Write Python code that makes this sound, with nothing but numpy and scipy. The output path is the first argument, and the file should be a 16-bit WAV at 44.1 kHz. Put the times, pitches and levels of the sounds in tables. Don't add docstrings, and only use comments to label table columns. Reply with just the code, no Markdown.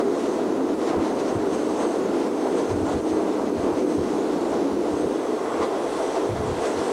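import sys
import numpy as np
from scipy import signal
from scipy.fft import rfft, irfft, next_fast_len
from scipy.io import wavfile
from scipy.ndimage import uniform_filter1d, map_coordinates

SR = 44100
rng = np.random.default_rng(int(sys.argv[2]) if len(sys.argv) > 2 else 0)


def wav_record(signal):
    frames = np.transpose(np.atleast_2d(signal))
    bounded = np.clip(frames, -1, 1)
    quanta = np.round(bounded * 32767).astype(np.int16)
    wavfile.write(sys.argv[1], SR, quanta)


N = 305172
TIME = np.arange(N) / SR


def amp(db):
    return 10 ** (np.asarray(db) / 20)


def unit(x):
    return x / np.sqrt(np.mean(x ** 2) + 1e-20)


def curves(rows):
    times, *columns = np.transpose(rows)
    return [np.interp(TIME, times, column) for column in columns]


def wobble(rate):
    knots = rng.standard_normal(int(N * rate / SR) + 4)
    return map_coordinates(knots, [TIME * rate])


def bell(s, length):
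    shape = np.zeros(N)
    near = np.abs(TIME - s) < 2 * length
    shape[near] = np.exp(-np.pi * ((TIME[near] - s) / length) ** 2)
    return shape


def filtered(x, response):
    size = next_fast_len(N + 8192)
    spectrum = rfft(x, size) * response(np.fft.rfftfreq(size, 1 / SR))
    return irfft(spectrum, size)[:N]


def coloured(x, spectrum):
    f, db = np.transpose(spectrum)
    return unit(filtered(x, lambda hz: amp(np.interp(np.log(hz + 1), np.log(f), db))))


def steadied(x, even_s):
    power = uniform_filter1d(x ** 2, size=int(even_s * SR))
    return x / np.sqrt(np.abs(power) + 1e-12)


def turbulence(patchy_db):
    z = signal.stft(rng.standard_normal(N), nperseg=512)[2]
    field = uniform_filter1d(rng.standard_normal(z.shape), size=9, axis=0)
    field = uniform_filter1d(field, size=12, axis=1)
    return signal.istft(z * amp(patchy_db * unit(field)), nperseg=512)[1][:N]


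# t/s, share of the sound that comes straight from outside (0-1)
OUTSIDE_SHARE = [(0, 0.17), (1, 0), (2.5, 0.32), (3.4, 0.1), (4, 0.07), (4.8, 0.13), (5.2, 0.78),
                 (5.55, 0.83), (6.9, 0.82)]


def by_position(inside, window):
    share = np.clip(curves(OUTSIDE_SHARE)[0], 0, 1)
    return (1 - share) * inside + share * window


def ringing(modes):
    total = np.zeros(N)
    for mode_hz, width_hz, inside_db, window_db in modes:
        def resonance(hz):
            damping = 1j * hz * width_hz
            return (damping / (mode_hz ** 2 - hz ** 2 + damping)) ** 2
        ring = unit(filtered(rng.standard_normal(N), resonance))
        total += ring * by_position(amp(inside_db), amp(window_db))
    return total


def wavering(pitch_hz, wander_hz, wander_per_s, swing_db, swing_per_s):
    phase = 2 * np.pi * np.cumsum(pitch_hz + wander_hz * wobble(wander_per_s)) / SR
    return unit(np.sin(phase) * amp(swing_db * wobble(swing_per_s)))


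# f/Hz, relative level per Hz/dB
TAPE_SPECTRUM = [(2000, -6), (9000, 1), (11000, 1), (12000, -2.5), (14000, -12), (15800, -13)]


def electronics(tape_db=-58.5, whistle_db=-81, line_hz=15625):
    whistle = amp(whistle_db) * np.sin(2 * np.pi * line_hz * TIME)
    return whistle + amp(tape_db) * coloured(rng.standard_normal(N), TAPE_SPECTRUM)


# f/Hz, relative level per Hz/dB
CHURN_SPECTRUM = [(12, -48), (22, -31), (35, -10), (60, -4), (92, -2.5), (120, 1.5), (160, -2.5),
                  (350, -13), (1000, -56), (3000, -110)]
PUFF_SPECTRUM = [(15, -45), (35, -12), (70, -15), (120, -4), (165, 1.5), (215, -2), (350, -7), (1000, -52),
                 (3000, -110)]
# peak t/s, reference level/dB, length of the bell before squaring/s,
# share of the hollow puff (0-1), thump f/Hz
GUSTS_AT_MIC = [(0.983, -30, 0.053, 0.57, 80), (1.366, -27.5, 0.034, .05, 100), (2.74, -26, 0.08, 0.21, 97),
                (2.785, -36, .04, 0.35, 130), (2.829, -30, .06, .4, 88), (2.885, -40, .05, .4, 80),
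                (2.964, -28, 0.056, 0.72, 76), (3.14, -40, .057, .3, 85), (3.59, -33, .04, .45, 85),
                (3.645, -38.5, .04, .2, 62), (3.736, -34.5, .042, .3, 75), (3.997, -28, .05, 0.62, 90.4),
                (4.55, -43, 0.13, 0.23, 85), (4.735, -43, 0.059, .1, 80), (4.934, -35.5, .042, 0.49, 85),
                (5.056, -32, .053, 0.94, 90), (5.612, -42, .046, .2, 80), (6.322, -29.5, .08, .1, 108),
                (6.368, -36, 0.041, .2, 95), (6.405, -28, 0.042, 0.18, 85), (6.445, -35, .04, .1, 90),
                (6.484, -29.5, .04, 0.11, 98), (6.517, -29, .045, 0.12, 82), (6.59, -45, 0.079, .2, 80),
                (6.792, -40.5, .085, .05, 92)]


def gusts(stir_db=-54, stir_swing_db=3.0, even_s=.02, push_db=-2, churn_db=-5,
          wake_db=-18, wake_lag_s=0.024, wake_s=0.083):
    churn = steadied(coloured(rng.standard_normal(N), CHURN_SPECTRUM), even_s)
    puff = steadied(coloured(rng.standard_normal(N), PUFF_SPECTRUM), even_s)
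    total = churn * amp(stir_db + stir_swing_db * wobble(8.5))
    start_turns = rng.random(len(GUSTS_AT_MIC))
    for (s, db, length, hollow, hz), turn in zip(GUSTS_AT_MIC, start_turns):
        share = np.clip(hollow, 0, 1)
        push = np.sqrt(2) * np.sin(2 * np.pi * (hz * TIME + turn))
        thud = amp(push_db) * push + amp(churn_db) * churn
        mixture = np.sqrt(1 - share) * thud + np.sqrt(share) * puff
        thump = bell(s, length) ** 2 * mixture
        wake = amp(wake_db) * bell(s + wake_lag_s, wake_s) * churn
        total += amp(db) * (thump + wake)
    return total


# f/Hz, width/Hz, relative level inside/dB, relative level at the window/dB
FLARE_RESONANCES = [(1069, 240, 3, 1.5), (1960, 480, -13, -10), (2644, 810, -15, -19)]


def flare(peak_s=5.63, rise_s=0.17, fall_s=.03, base_db=-34.5, crest_db=4, crest_s=0.029):
    age = TIME - peak_s
    envelope = np.exp(np.where(age < 0, age / rise_s, -age / fall_s))
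    level = amp(base_db + crest_db * bell(peak_s, crest_s))
    return level * envelope * ringing(FLARE_RESONANCES)


# f/Hz, relative level per Hz/dB
RUSH_SPECTRUM = [(400, -27), (1400, 2.5), (2000, 2), (2500, 1), (3300, -1), (4400, -1.5), (4950, -4),
                 (5600, -7), (6500, -8.5), (10000, -22.5), (15000, -43)]
HISS_SPECTRUM_INSIDE = [(2500, -13), (4900, -5), (5500, 0.5), (6300, 0), (7200, -1.5), (8400, -4.5),
                        (9200, -6), (10800, -12.5), (12000, -24), (14000, -36)]
HISS_SPECTRUM_WINDOW = [(2500, -28), (4800, -11), (5400, 0), (6150, 2), (7000, -3.5), (8100, 1),
                        (9200, -5.5), (10500, -10), (12000, -22), (14000, -40)]
# f/Hz, width/Hz, level over the hiss inside/dB, the same at the window/dB
FRAME_RESONANCES = [(6290, 380, -7.5, -12), (8200, 720, -9, -11)]
# t/s, level/dB
FRAME_RING_LEVEL = [(0, -3), (.7, -8), (1.1, -3), (1.3, 2), (1.6, 1), (1.8, 6), (1.98, 3.5), (2.15, -14),
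                    (2.45, 5), (2.9, 0), (3.15, 6.5), (3.35, -3), (3.7, 0), (4.05, 5), (4.2, -7),
                    (4.7, -11), (5.0, 5.5), (5.5, -2), (6.0, -15), (6.92, -5)]
# inside level/dB, window level/dB
RUSH_LEVELS = (-47, -45)
HISS_LEVELS = (-52.5, -49.5)


def slipstream(draught_db, swell_db, rush_follows=0.73, flutter_db=0.83, waver_db=2, hiss_swells=0.81):
    rush = coloured(turbulence(patchy_db=0.73), RUSH_SPECTRUM)
    rush_db = by_position(*RUSH_LEVELS) + rush_follows * draught_db
    rush_db = rush_db + swell_db + flutter_db * wobble(40)
    eddies = turbulence(patchy_db=2.0)
    hiss = by_position(coloured(eddies, HISS_SPECTRUM_INSIDE), coloured(eddies, HISS_SPECTRUM_WINDOW))
    ring = ringing(FRAME_RESONANCES) * amp(curves(FRAME_RING_LEVEL)[0] + waver_db * wobble(14))
    edge_db = by_position(*HISS_LEVELS) + draught_db + hiss_swells * swell_db
    return rush * amp(rush_db) + (hiss + ring) * amp(edge_db)


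# f/Hz, relative level per Hz/dB
ROAR_SPECTRUM_INSIDE = [(150, -22), (450, 1.5), (660, 3), (820, -1.5), (1020, -2.5), (1300, -10.5),
                        (1650, -18), (2300, -25.5), (4000, -32.5), (9000, -70)]
ROAR_SPECTRUM_WINDOW = [(150, -27), (450, 0), (680, 4.5), (850, 3), (1100, -3.5), (1400, -7.5), (1700, -13),
                        (2300, -26), (4000, -35), (9000, -70)]
# f/Hz, width/Hz, level over the roar inside/dB, the same at the window/dB
WHEEL_RESONANCES = [(662, 54, -14, -7), (1064, 140, -28, -12), (1390, 240, -21, -20.5),
                    (1997, 130, -28, -22), (3350, 470, -50, -23)]
# inside level/dB, window level/dB
ROAR_LEVELS = (-33, -32)


def wheels(swell_db, judder_db=0.5):
    contact = turbulence(patchy_db=0.87)
    roar = by_position(coloured(contact, ROAR_SPECTRUM_INSIDE), coloured(contact, ROAR_SPECTRUM_WINDOW))
    level_db = by_position(*ROAR_LEVELS) + swell_db + judder_db * wobble(28)
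    return (roar + ringing(WHEEL_RESONANCES)) * amp(level_db)


# t/s, relative level/dB
DRAUGHT_LEVEL = [(0, -3), (.25, 3), (.6, -3.5), (.78, 1), (.9, -1), (1.7, 1), (2.1, 0), (2.6, 0),
                 (3.45, -1), (4.2, 1), (4.75, 0.5), (5.3, -3), (5.8, -1), (6.0, 3.5), (6.35, -.3),
                 (6.55, 0.5), (6.66, 3.5), (6.92, 5.5)]
# t/s, level/dB
TRACK_ROUGHNESS = [(0, 1), (.65, 0.4), (.95, 4), (1.6, -0.5), (1.9, 1.5), (2.45, 0.9), (3.2, 0), (4.0, 0),
                   (4.5, 1), (5.15, -2), (5.5, 0.5), (5.8, 0.5), (6.1, 0), (6.4, 0), (6.75, 1.5),
                   (6.92, 0.5)]
# t/s, length/s, wheel roar level/dB, air level/dB
OUTSIDE_SWELLS = [(0, 0.025, 9, 7), (0.532, .05, -2, 0), (.765, 0.052, -7, -3.5), (.83, 0.026, 0, 2),
                  (0.889, 0.07, 1, 6.5), (1.054, 0.07, 2, 5.3), (1.2, .031, -1, 6), (1.292, .04, 0, 3.5),
                  (1.426, .12, 0.5, -1), (1.542, 0.026, 1, 5), (1.822, 0.057, 4.5, 5), (2.2, 0.089, 1, 3.5),
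                  (2.27, 0.024, 3, 3), (2.33, 0.084, -4.5, -3), (2.45, 0.054, 3.5, 1), (2.586, .05, 4, 4.5),
                  (2.712, 0.036, 1.5, 3), (2.892, 0.056, 5, 2.5), (2.929, .025, 2.5, 4),
                  (3.02, .039, -6.5, -3.5), (3.1, 0.035, -3, 2), (3.19, .04, 2.5, 2), (3.268, 0.043, 4, 1),
                  (3.528, 0.047, -8, -4), (3.666, 0.096, 4, 1.5), (3.785, .034, 1, 1.5),
                  (3.855, .05, -5, -3), (3.99, .07, -5, -1.5), (4.541, 0.023, 5.5, 2),
                  (4.77, .07, -2.5, -2.5), (5.22, .09, -0.5, -1), (5.565, 0.059, .5, 1),
                  (5.638, 0.048, 2.5, 6), (6.003, 0.029, 4.5, -1), (6.089, 0.022, 2.5, -2),
                  (6.174, 0.034, 3.8, 2.5), (6.49, .07, 1, 1.5), (6.657, 0.061, 2.5, 4),
                  (6.747, .05, 0, -1), (6.83, 0.028, 2, 0), (6.897, .026, 5, -1)]


def outside(unsteady_db=0.04, unsteady_hz=14):
    draught_db, = curves(DRAUGHT_LEVEL)
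    track_db, = curves(TRACK_ROUGHNESS)
    shared_db = unsteady_db * wobble(unsteady_hz)
    roar_db = shared_db + sum(db * bell(s, length) for s, length, db, _ in OUTSIDE_SWELLS)
    air_db = shared_db + sum(db * bell(s, length) for s, length, _, db in OUTSIDE_SWELLS)
    return wheels(track_db + roar_db) + slipstream(draught_db, air_db)


# t/s, mean f/Hz, level relative to the drone/dB
STANDING_WAVE = [(0, 304, -7), (.5, 305.8, -10), (.9, 319, -6.5), (1.25, 315.4, -15), (1.55, 304.2, -8),
                 (2.0, 297.9, -12), (2.75, 302.3, -10), (3.15, 317.4, -3.5), (3.5, 304.8, -13),
                 (3.9, 305, -5), (4.08, 289, -10.5), (4.35, 299, -7), (4.65, 290.3, -6.5), (4.9, 304, -14),
                 (5.12, 315.6, -3.5), (5.6, 314.7, -16.5), (6.92, 313.8, -11.5)]


def standing_wave():
    pitch_hz, level_db = curves(STANDING_WAVE)
    hum = wavering(pitch_hz, wander_hz=5.965, wander_per_s=16, swing_db=3, swing_per_s=22)
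    return hum * amp(level_db)


# f/Hz, pitch wander/Hz, level relative to the drone inside/dB, at the window/dB
PANEL_RESONANCES = [(210.6, 9, -24.5, -22), (272, 10, -14, -28), (346.3, 9, -10.5, -21),
                    (391, 10.02, -11, -10.5), (436.7, 11.05, -14, -10), (495, 8.16, -18.5, -15)]


def panels():
    total = np.zeros(N)
    for hz, stray_hz, inside_db, window_db in PANEL_RESONANCES:
        note = wavering(hz, stray_hz, wander_per_s=20, swing_db=4.5, swing_per_s=14)
        total += note * by_position(amp(inside_db), amp(window_db))
    return total


# f/Hz, relative level per Hz/dB
BOOM_SPECTRUM_INSIDE = [(15, -60), (45, -33), (92, -28), (140, -20), (205, -8), (255, -1), (305, 1),
                        (360, -0.5), (440, -2.5), (495, -4), (560, -12), (750, -16.5), (1500, -29),
                        (4000, -71)]
BOOM_SPECTRUM_WINDOW = [(15, -55), (50, -28), (100, -34), (160, -22), (240, -9), (305, -2), (370, 0),
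                        (440, 2), (560, -8), (750, -22), (1500, -39), (4000, -82)]
# t/s, level/dB
DRONE_LEVEL = [(0, -24), (1.0, -24.5), (1.7, -25.5), (2.5, -23.5), (2.85, -24.5), (3.3, -25), (3.8, -23),
               (4.5, -25), (5.1, -25), (5.42, -27.5), (6.1, -27), (6.35, -29), (6.55, -28.5), (6.92, -25.5)]
# t/s, length/s, level/dB
DRONE_RISES = [(.2, 0.052, -3.5), (0.787, 0.06, -3), (1.25, 0.17, 0), (1.562, 0.041, 2.5),
               (1.862, .06, 2.5), (1.933, 0.041, -3), (2.214, .06, 1.5), (2.33, 0.063, -2), (2.6, 0.061, 2),
               (2.888, .04, -1.5), (3.03, 0.053, -4.5), (3.3, 0.087, 1), (3.49, 0.069, 1),
               (3.608, 0.066, -2), (3.678, .06, 1.5), (3.744, 0.032, -5), (3.88, 0.11, 0),
               (4.06, 0.071, -2), (4.638, .073, 2), (5.25, 0.055, -2.5), (5.336, 0.065, 2),
               (5.622, 0.07, 4), (6.12, 0.054, -3.5), (6.25, .09, 4)]


def carriage(even_s=.05, boom_db=-1):
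    rise_db = sum(db * bell(s, length) for s, length, db in DRONE_RISES)
    drone_db = curves(DRONE_LEVEL)[0] + rise_db
    noise = rng.standard_normal(N)
    boom = by_position(coloured(noise, BOOM_SPECTRUM_INSIDE), coloured(noise, BOOM_SPECTRUM_WINDOW))
    body = amp(boom_db) * steadied(boom, even_s)
    return (body + panels() + standing_wave()) * amp(drone_db)


def scene():
    return (gusts() + flare() + outside() + carriage())[None]


def record(dry, knee_db=-20, response_s=0.014, makeup_db=0.72, added_bass_db=6, bass_hz=140, top_hz=15750):
    keep = np.exp(-1 / (response_s * SR))
    bass = filtered(dry[0], lambda hz: 1 / (1 + (hz / bass_hz) ** 8))
    sensed = dry[0] + amp(added_bass_db) * bass
    power = signal.lfilter([1 - keep], [1, -keep], sensed ** 2)
    over_knee = power / amp(knee_db) ** 2
    gain = amp(makeup_db) / np.sqrt(np.sqrt(1 + over_knee ** 2))
    return filtered(dry[0] * gain + electronics(), lambda hz: hz < top_hz)[None]


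dry = scene()
out = record(dry)
wav_record(out)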